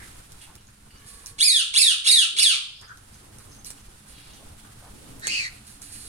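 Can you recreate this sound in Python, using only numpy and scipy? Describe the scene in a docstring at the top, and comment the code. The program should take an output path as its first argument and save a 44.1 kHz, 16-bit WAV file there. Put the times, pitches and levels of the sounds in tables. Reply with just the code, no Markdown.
"""A walled concrete aviary with parakeets at a seed tray. One gives four harsh screeches, a jittering
harmonic voice on a pitch arch, shaped by throat and beak; another answers hoarsely from farther off.
Husks snap, feed rustles, beaks tap, feet scuff, wingbeats puff air and distant birds chirp faintly.
A far horn sounds over the low rumble of the town. Gain control ducks under the screeches."""
import sys
import numpy as np
from scipy import signal
from scipy.fft import rfft, irfft
from scipy.io import wavfile
from scipy.ndimage import uniform_filter1d, minimum_filter1d

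SR = 44100
rng = np.random.default_rng(int(sys.argv[2]) if len(sys.argv) > 2 else 0)


def log_audio(samples):
    """Write samples as a 16-bit WAV file to the path given in sys.argv[1]."""
    # one column per channel
    frames = np.atleast_2d(samples).T
    # limit to full scale, then quantise
    limited = np.clip(frames, -1, 1)
    pcm = np.round(limited * 32767).astype(np.int16)
    wavfile.write(sys.argv[1], SR, pcm)


N = 268480
TIME = np.arange(N) / SR


def amp(db):
    """Decibels to gain."""
    return 10 ** (np.asarray(db) / 20)


def unit(x):
    """Scales to rms 1."""
    return x / np.sqrt(np.mean(x ** 2) + 1e-20)


def steady(x):
    """Holds the short-time rms at 1."""
    return x / np.sqrt(abs(uniform_filter1d(x ** 2, size=500)) + 1e-9)


def read(points, hz):
    """Reads a spectrum on a log-frequency axis."""
    f, value = np.transpose(points)
    return np.interp(np.log(hz + 1), np.log(f + 1), value)


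def colour(x, points):
    """Filters by a spectrum in dB."""
    size = x.shape[-1]
    return irfft(rfft(x) * amp(read(points, np.fft.rfftfreq(size, 1 / SR))), size)


def wobble(size, hz):
    """Random motion of rms 1, rolled off above hz."""
    f = np.fft.rfftfreq(size, 1 / SR)
    return unit(irfft(rfft(rng.standard_normal(size)) / np.sqrt(1 + (f / hz) ** 4), size))


def phase_rad(hz):
    """Integrates frequency to phase."""
    return 2 * np.pi * np.cumsum(hz) / SR


def add(mix, at_s, sound):
    """Mixes a sound in at a given time."""
    start = round(at_s * SR)
    sound = sound[..., max(-start, 0):]
    part = mix[..., max(start, 0):][..., :sound.shape[-1]]
    part += sound[..., :part.shape[-1]]


# wall decay: f/Hz, T60/s
WALL_T60 = [(300, 0.86), (1500, 0.38), (3500, 0.48), (6000, 0.39), (9000, 0.35), (14000, 0.27)]
# floor and wall reflections: left delay/s, right delay/s, level/dB re direct
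ECHOES = [(.0021, 0.0018, 1.5), (.0068, 0.0092, -1), (0.0116, 0.013, -10.5), (0.018, .0205, -16),
          (0.028, 0.015, -9)]


def aviary(x, direct_db, wet_db, left_lag_s=0):
    """Direct sound, single reflections and a diffuse tail between bare walls."""
    count = SR // 20 - 20
    taps = np.zeros((2, SR))
    at = 300 + 20 * np.arange(count) + rng.integers(0, 20, (2, count))
    np.put_along_axis(taps, at, rng.choice([-1., 1.], at.shape), 1)
    hz, t, spectra = signal.stft(taps, SR, nperseg=256)
    decay = amp(-60 * t / read(WALL_T60, hz)[:, None])
    tail = signal.istft(spectra * decay, SR, nperseg=256)[1]
    room = amp(wet_db) * tail / np.linalg.norm(tail[0])
    room[0, round(max(left_lag_s, 0) * SR)] += amp(direct_db)
    room[1, round(max(-left_lag_s, 0) * SR)] += amp(direct_db)
    for left_s, right_s, db in ECHOES:
        room[[0, 1], [round(left_s * SR), round(right_s * SR)]] += amp(direct_db + db)
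    return signal.fftconvolve(x[None], room, axes=1)[:, :N]


# town spectrum: f/Hz, gain/dB
RUMBLE_COLOUR = [(20, -1), (60, -3), (105, -4), (166, -11), (230, -15), (424, -18.5), (800, -19.5),
                 (1500, -24), (2500, -61.5)]
# town swell and ebb: t/s, relative level/dB
RUMBLE_LEVEL = [(0, -50), (.6, -55.5), (1.2, -56.5), (2.5, -48.5), (3.3, -55), (4.0, -54), (5.1, -52.5),
                (6.1, -53)]
# left-right likeness: f/Hz, correlation
RUMBLE_CORRELATION = [(60, 1), (130, 1), (290, 0.68), (640, -0.79), (1400, 0.42), (3000, 0)]


def town_rumble(gain_db=4, swell_db=2.5):
    """Swelling town noise, its bass alike at both microphone ports."""
    left, independent = rng.standard_normal((2, N))
    likeness = np.clip(read(RUMBLE_CORRELATION, np.fft.rfftfreq(N, 1 / SR)), -1, 1)
    right = irfft(likeness * rfft(left) + np.sqrt(1 - likeness ** 2) * rfft(independent), N)
    level_db = gain_db + np.interp(TIME, *np.transpose(RUMBLE_LEVEL)) + swell_db * wobble(N, 11)
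    return unit(colour(np.array([left, right]), RUMBLE_COLOUR)) * amp(level_db)


# engine notes: f/Hz, relative level/dB
ENGINE_NOTES = [(120, -58), (212, -59.5), (285, -63)]


def engines(waver=0.0094):
    """Far engines drone on wavering notes, louder as they draw nearer."""
    drone = sum(amp(db) * wobble(N, 6.6) * np.sin(phase_rad(hz * (1 + waver * wobble(N, 2))))
                for hz, db in ENGINE_NOTES)
    return drone * amp(np.interp(TIME, [2.5, 4.6], [-5, 1.5]))


# hiss spectrum: f/Hz, gain/dB
HISS_COLOUR = [(410, -34), (700, -3), (1020, -7), (1110, -5.5), (1310, -0.5), (2430, -3), (3160, -3),
               (6230, -6), (9600, 2), (15200, -17), (16000, -18.5)]
# hiss before and after the screeches, one list each: t/s, relative level/dB
HISS_LEVEL = [
    [(0.0, -51), (0.236, -56.5), (0.432, -57), (0.664, -63.5), (0.932, -60), (1.248, -56), (1.35, -60.5)],
    [(2.75, -57), (3.04, -57), (3.57, -58), (3.88, -57.5), (5.41, -55.5), (5.72, -57), (6.0, -57)],
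]


def feeding_hiss(gain_db=7, flicker_db=1.1):
    """Feeding birds blur into a restless hiss."""
    hiss = unit(colour(rng.standard_normal((2, N)), HISS_COLOUR))
    return hiss * amp(gain_db + np.interp(TIME, *np.vstack(HISS_LEVEL).T) + flicker_db * wobble(N, 20))


# horn partials: f/Hz, level/dB
HORN_CHORD = [(468, -75), (1130, -68), (1669, -72), (1739, -70)]


def horn(waver=0.0047):
    """A far vehicle horn holds a wavering chord."""
    chord = np.zeros(N)
    for hz, db in HORN_CHORD:
        flicker = 1 + 1.2 * wobble(N, 29)
        chord += amp(db) * flicker * np.sin(phase_rad(hz * (1 + waver * wobble(N, 34))))
    gate = np.interp(TIME, [.9, 1.05, 1.36, 1.45], [0, 1, 1, 0])
    return aviary(chord * gate, direct_db=1, wet_db=1)


# distant calls: t/s, length/s, f/Hz, width/Hz, level/dB
CHIRPS = [(-.04, 0.1, 1880, 610, -52), (0.396, 0.071, 3060, 1110, -57), (0.867, 0.15, 2940, 150, -67),
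          (0.892, 0.1, 4640, 300, -64.5), (2.71, 0.18, 4930, 593, -50.5), (2.805, 0.06, 1422, 700, -48),
          (2.868, 0.08, 1466, 286, -44), (3.46, 0.18, 6370, 246, -61.5), (4.043, 0.39, 3560, 2200, -59.5)]


def chirps():
    """Distant bird calls, blurred to bands of noise."""
    out = np.zeros(N)
    for at_s, length_s, hz, width_hz, db in CHIRPS:
        t = np.arange(int(length_s * SR)) / SR
        call = wobble(len(t), width_hz / 2) * np.sin(2 * np.pi * hz * t)
        add(out, at_s, amp(db) * unit(call) * signal.windows.tukey(len(t), .6))
    return aviary(out, direct_db=1, wet_db=-2.5)


# soft rubs: t/s, length/s, centre f/Hz, level/dB
SCUFFS = [(.01, .12, 302, -63), (0.453, 0.099, 925, -58.5), (2.287, 0.13, 377, -49.5),
          (3.374, 0.067, 1230, -58), (4.384, .068, 600, -56), (4.8, 0.11, 800, -54.5),
          (5.007, 0.22, 278, -54.5), (5.239, 0.12, 312, -54)]


def scuffs():
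    """Sandals, sleeves and feet on the tray rub: dull noise about an octave wide."""
    out = np.zeros(N)
    for at_s, length_s, hz, db in SCUFFS:
        size = int(length_s * SR)
        band = [(hz / 8, -50), (hz / 2, -12), (hz, 0), (hz * 2, -14), (hz * 8, -60)]
        brush = colour(rng.standard_normal(size), band)
        add(out, at_s, amp(db) * unit(brush * signal.windows.tukey(size, .7)))
    return np.array([out, out])


# flights: t/s, length/s, level/dB
FLIGHTS = [(-.1, 0.25, -57.5), (3.15, 0.52, -54.5), (4.2, 0.3, -54), (4.799, 0.58, -48)]
# air puff spectrum: f/Hz, gain/dB
WING_COLOUR = [(60, -4), (220, 6), (400, -0.5), (900, -7), (2000, -39.5), (6000, -19), (14000, -21)]


def wings(beat_hz=13):
    """Each wingbeat pushes a soft puff of air."""
    out = np.zeros(N)
    for at_s, length_s, db in FLIGHTS:
        size = int(length_s * SR)
        beat = np.sin(phase_rad(beat_hz * (1 + 0.094 * wobble(size, 4.8))) / 2) ** 2
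        puffs = colour(rng.standard_normal(size), WING_COLOUR) * (0.25 + beat)
        add(out, at_s, amp(db) * unit(puffs) * signal.windows.tukey(size, .6))
    return aviary(out, direct_db=-12.5, wet_db=-7)


def pecks(count=70, softest_db=-50, range_db=8, ring_s=.003):
    """Small beaks tap at random, each tap with its own pitch."""
    out, t = np.zeros(N), np.arange(1500) / SR
    for when, pitch, force in rng.random((count, 3)):
        hz = 700 * 14 ** pitch
        tap = unit(colour(rng.standard_normal(len(t)), [(hz / 3, -25), (hz, 0), (hz * 2, -25)]))
        add(out, when * N / SR, amp(softest_db + range_db * force) * tap * np.exp(-t / ring_s))
    return aviary(out, direct_db=-7, wet_db=-1.5)


# seeds cracked and dropped, claws on the tray: t/s, level/dB, low-cut f/Hz
TICKS = [(0.168, -35.5, 4500), (0.32, -37, 2000), (.554, -35, 2000), (1.26, -29, 4630), (2.813, -34, 3500),
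         (2.973, -38, 4000), (3.385, -34.5, 8000), (3.646, -27, 4000), (3.704, -25.5, 2500),
         (5.196, -35.5, 700), (5.27, -15.5, 200), (5.818, -34.5, 6000)]
# tick spectrum: f/Hz, gain/dB
TICK_COLOUR = [(300, -9.5), (900, -8.5), (2200, 1.5), (4200, -2.5), (6500, 5.5), (9300, 5.5), (12000, -1),
               (15500, -12.5)]
# feed stirred and scattered: t/s, length/s, level/dB
RUSTLES = [(0.409, 0.077, -55.5), (1.059, 0.27, -55), (1.264, 0.067, -51), (3.379, 0.17, -62),
           (3.654, 0.089, -48), (4.076, 0.096, -56.5), (5.662, 0.15, -55), (5.812, 0.16, -51.5),
           (5.908, 0.44, -50)]
# rustle spectrum: f/Hz, gain/dB
RUSTLE_COLOUR = [(880, -46), (1500, -14), (1700, -5), (1930, -7.5), (3500, -9.5), (4370, 0.5), (5780, -8.5),
                 (9630, 7), (15000, -23)]


def seeds(tick_s=0.00055, grains_per_s=1800, spread_db=1.5):
    """Single husks snap; stirred feed gives swarms of tiny clicks."""
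    out, t = np.zeros(N), np.arange(1024) / SR
    for at_s, db, low_hz in TICKS:
        snap = colour(rng.standard_normal(len(t)), TICK_COLOUR)
        snap = unit(colour(snap, [(low_hz / 2, -20), (low_hz, 0)]))
        add(out, at_s, amp(db) * snap * np.exp(-t / tick_s))
    for at_s, length_s, db in RUSTLES:
        size = int(length_s * SR)
        progress = np.linspace(0, 1, size)
        clicks = amp(spread_db * np.minimum(rng.exponential(1, size), 4)) * rng.choice([-1, 1], size)
        hits = rng.random(size) < grains_per_s / SR
        envelope = unit(np.minimum(progress / 0.039, 1) * (1 - progress))
        add(out, at_s, amp(db) * unit(colour(clicks * hits, RUSTLE_COLOUR)) * envelope)
    return aviary(out, direct_db=2.5, wet_db=-6, left_lag_s=.0001)


# far bird's breath: f/Hz, gain/dB
BREATH_COLOUR = [(1000, -34), (2000, 6), (3300, -15), (5000, -1.5), (7000, 2.5), (9300, -3.5), (11000, -16),
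                 (15000, -27)]


def far_bird(start_s=5.205, top_s=5.33, end_s=5.495, open_s=.07, close_s=.135, flatness=2.2):
    """A hoarse answer: chaotic vibration in two resonances that rise and swell as the beak opens."""
    t = np.arange(start_s, end_s, 1 / SR)
    gape = np.exp(-(abs(t - top_s) / np.where(t < top_s, open_s, close_s)) ** flatness)
    lower_hz = np.interp(gape, [0, 1], [1534, 2727])
    upper_hz = np.interp(gape, [0, 1], [3990, 4630])
    effort_db = np.interp(gape, [0, 1], [-35, -24])
    voice = amp(-7) * unit(colour(rng.standard_normal(len(t)), BREATH_COLOUR))
    for hz, width_hz, db in ((lower_hz, 190, 0), (upper_hz, 310, -4)):
        chaos = wobble(len(t), width_hz) + 1j * wobble(len(t), width_hz)
        voice += amp(db) * (chaos * np.exp(1j * phase_rad(hz))).real
    out = np.zeros(N)
    add(out, start_s, amp(effort_db) * voice * signal.windows.tukey(len(t), .28))
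    return aviary(out, direct_db=-6.5, wet_db=-15, left_lag_s=-0.00023)


# voice by register, hoarse when low: f/Hz, gain/dB, treble/dB re body, roughness 0-1
REGISTER = [(1350, -4.5, -9.5, .6), (1518, -1, -3.5, 0.04), (1806, 3.5, -7, .08), (1970, 1.5, -4, .16),
            (2283, 4, 2.5, .11), (2980, -5.5, -2, 0.19)]
START_HZ, DIVE_CURVE, SLIDE_CURVE = 1394, 2.2, 1.6
ATTACK_S, RELEASE_S, RELEASE_DB = 0.0086, .024, -11.5
SWELL_DB_PER_S, ONSET_TREBLE_DB = 5.5, -3.5
LEAD_S, LEAD_ROUGH, LEAD_HZ_PER_S = .017, 0.9, 25000  # rising rasp before the voice catches
CRACK_AT_S, CRACK_S, CRACK_HZ = 2.096, .018, 1903  # voice break atop the third screech


def gesture(start_s, rise_s, suddenness, fall_s, top_hz, dive_s, shoulder_hz, end_hz,
            db, lead_db, settle_s, added_rough):
    """Pitch leaps, dives to a shoulder and slides down; effort, treble and roughness follow it."""
    t = np.arange(start_s - LEAD_S, start_s + rise_s + fall_s + RELEASE_S, 1 / SR)
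    age_s = t - start_s
    past_top_s = np.maximum(age_s - rise_s, 0)
    leap = np.sin(np.pi / 2 * np.clip(age_s / rise_s, 0, 1)) ** suddenness
    leap_hz = START_HZ + (top_hz - START_HZ) * leap - LEAD_HZ_PER_S * np.maximum(-age_s, 0)
    dive_hz = (top_hz - shoulder_hz) * np.exp(-(past_top_s / dive_s) ** DIVE_CURVE)
    slide_hz = shoulder_hz + (end_hz - shoulder_hz) * (past_top_s / fall_s) ** SLIDE_CURVE
    pitch_hz = np.where(past_top_s > 0, slide_hz + dive_hz, leap_hz)
    pitch_hz[abs(t - CRACK_AT_S) < CRACK_S / 2] = CRACK_HZ
    pitch_hz = uniform_filter1d(pitch_hz, size=90)
    register_hz, *columns = np.transpose(REGISTER)
    gain_db, treble_db, rough = (np.interp(pitch_hz, register_hz, column) for column in columns)
    lead, unsettled = (np.clip(1 - age_s / span_s, 0, 1) for span_s in (ATTACK_S, settle_s))
    release = np.maximum(past_top_s - fall_s, 0) / RELEASE_S
    effort_db = db + gain_db + SWELL_DB_PER_S * (age_s - rise_s) + lead_db * lead + RELEASE_DB * release
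    treble_db += (ONSET_TREBLE_DB - treble_db) * unsettled
    rough = np.clip(np.maximum(rough + added_rough, LEAD_ROUGH * unsettled ** 2), 0, .95)
    return t, pitch_hz, effort_db, treble_db, rough


# throat and beak response: f/Hz, gain/dB
THROAT = [(400, -57), (900, -16.5), (1300, -9.5), (2200, -6.5), (3000, 2.5), (3600, 7.5), (5000, -2.5),
          (5800, -8.5), (6700, -1), (7600, -3), (9300, 6), (10300, -2), (11400, -15.5), (14000, -21.5),
          (15500, -60)]
# voice box harmonics 1-9: level/dB
SYRINX_DB = [-5, 1, -5.5, -2, -2.5, -1.5, -3, -6, -7]


def screech(pitch_hz, effort_db, treble_db, rough,
            jitter=.045, shimmer=.26, rasp=.52, rattle=.6, rattle_hz=170):
    """A jittering harmonic voice with rasping air, shaped by the throat; it rattles at low pitch."""
    size = len(pitch_hz)
    phase = phase_rad(pitch_hz * (1 + jitter * rough * wobble(size, 900)))
    tone = sum(amp(db + read(THROAT, k * pitch_hz)) * (k * pitch_hz < SR * .45) * np.cos(k * phase)
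               for k, db in enumerate(SYRINX_DB, 1))
    tone = steady(tone * (1 + shimmer * rough * wobble(size, 260)))
    air = unit(colour(rng.standard_normal(size), THROAT))
    voice = np.sqrt(1 - rough ** 2) * tone + rasp * rough * air
    # beak gape sets treble against body
    body = signal.sosfiltfilt(signal.butter(10, 6250, fs=SR, output="sos"), voice)
    voice = steady(body) + amp(treble_db + 0.93 * wobble(size, 51)) * steady(voice - body)
    # membranes slap below 1680 Hz
    slap = np.cos(phase_rad(rattle_hz * (1 + 0.15 * wobble(size, 60))))
    voice *= 1 + rattle * np.clip((1680 - pitch_hz) / 200, 0, 1) * slap
    return amp(effort_db + 0.5 * wobble(size, 110)) * voice * signal.windows.tukey(size, .03)


# calls: t/s, rise/s, suddenness, fall/s, top f/Hz, dive/s, shoulder f/Hz, end f/Hz,
# level/dB, lead-in/dB re call, rough onset/s, added roughness 0-1
SCREECHES = [(1.399, 0.052, 1.09, 0.16, 2548, .034, 2098, 1393, -18, -15.5, 0.026, 0),
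             (1.751, 0.049, 1.43, 0.12, 2690, 0.019, 2030, 1403, -15, -3.5, 0.013, 0.1),
             (2.059, .028, 2.6, 0.15, 2980, 0.024, 2095, 1349, -14, -4, 0.042, .05),
             (2.379, .029, 2.01, .131, 2928, .024, 1873, 1204, -15, -2.5, 0.049, 0.01)]


def near_bird():
    """Four screeches in a run, to the right."""
    out = np.zeros(N)
    for row in SCREECHES:
        t, *controls = gesture(*row)
        add(out, t[0], screech(*controls))
    return aviary(out, direct_db=3, wet_db=5.5, left_lag_s=.00034)


def scene():
    """All sources, in stereo."""
    birds = near_bird() + far_bird() + chirps() + seeds() + pecks() + scuffs() + wings()
    return birds + horn() + town_rumble() + engines() + feeding_hiss()


# duller left microphone port: f/Hz, gain/dB
LEFT_PORT = [(100, -1.5), (2400, -2.5), (4400, -1.5), (6500, -2.5), (8500, -10), (15000, -12)]


def record(dry, threshold_db=-21, squeeze=0.61, hold_s=0.14, recover_db_per_s=38,
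           ceiling=.9, edge_hz=16200):
    """Unequal ports, gain control that ducks, holds and recovers, then clipping and a band limit."""
    x = np.array([colour(dry[0], LEFT_PORT), colour(dry[1], [(3000, -1.8), (8500, -0.44)])])
    power_db = 10 * np.log10(abs(uniform_filter1d((x ** 2).mean(0), size=600)) + 1e-12)
    half = int(hold_s * SR / 2)
    peak_db = -minimum_filter1d(-power_db, size=2 * half + 1, origin=half)
    held_db = np.maximum.accumulate(peak_db + recover_db_per_s * TIME) - recover_db_per_s * TIME
    duck_db = squeeze * uniform_filter1d(np.maximum(held_db - threshold_db, 0), size=300)
    x = np.clip(x / amp(duck_db), -ceiling, ceiling)
    lowpass = signal.firwin(511, edge_hz, window=("kaiser", 9), fs=SR)
    return signal.oaconvolve(x, lowpass[None], "same")


dry = scene()
out = record(dry)
log_audio(out)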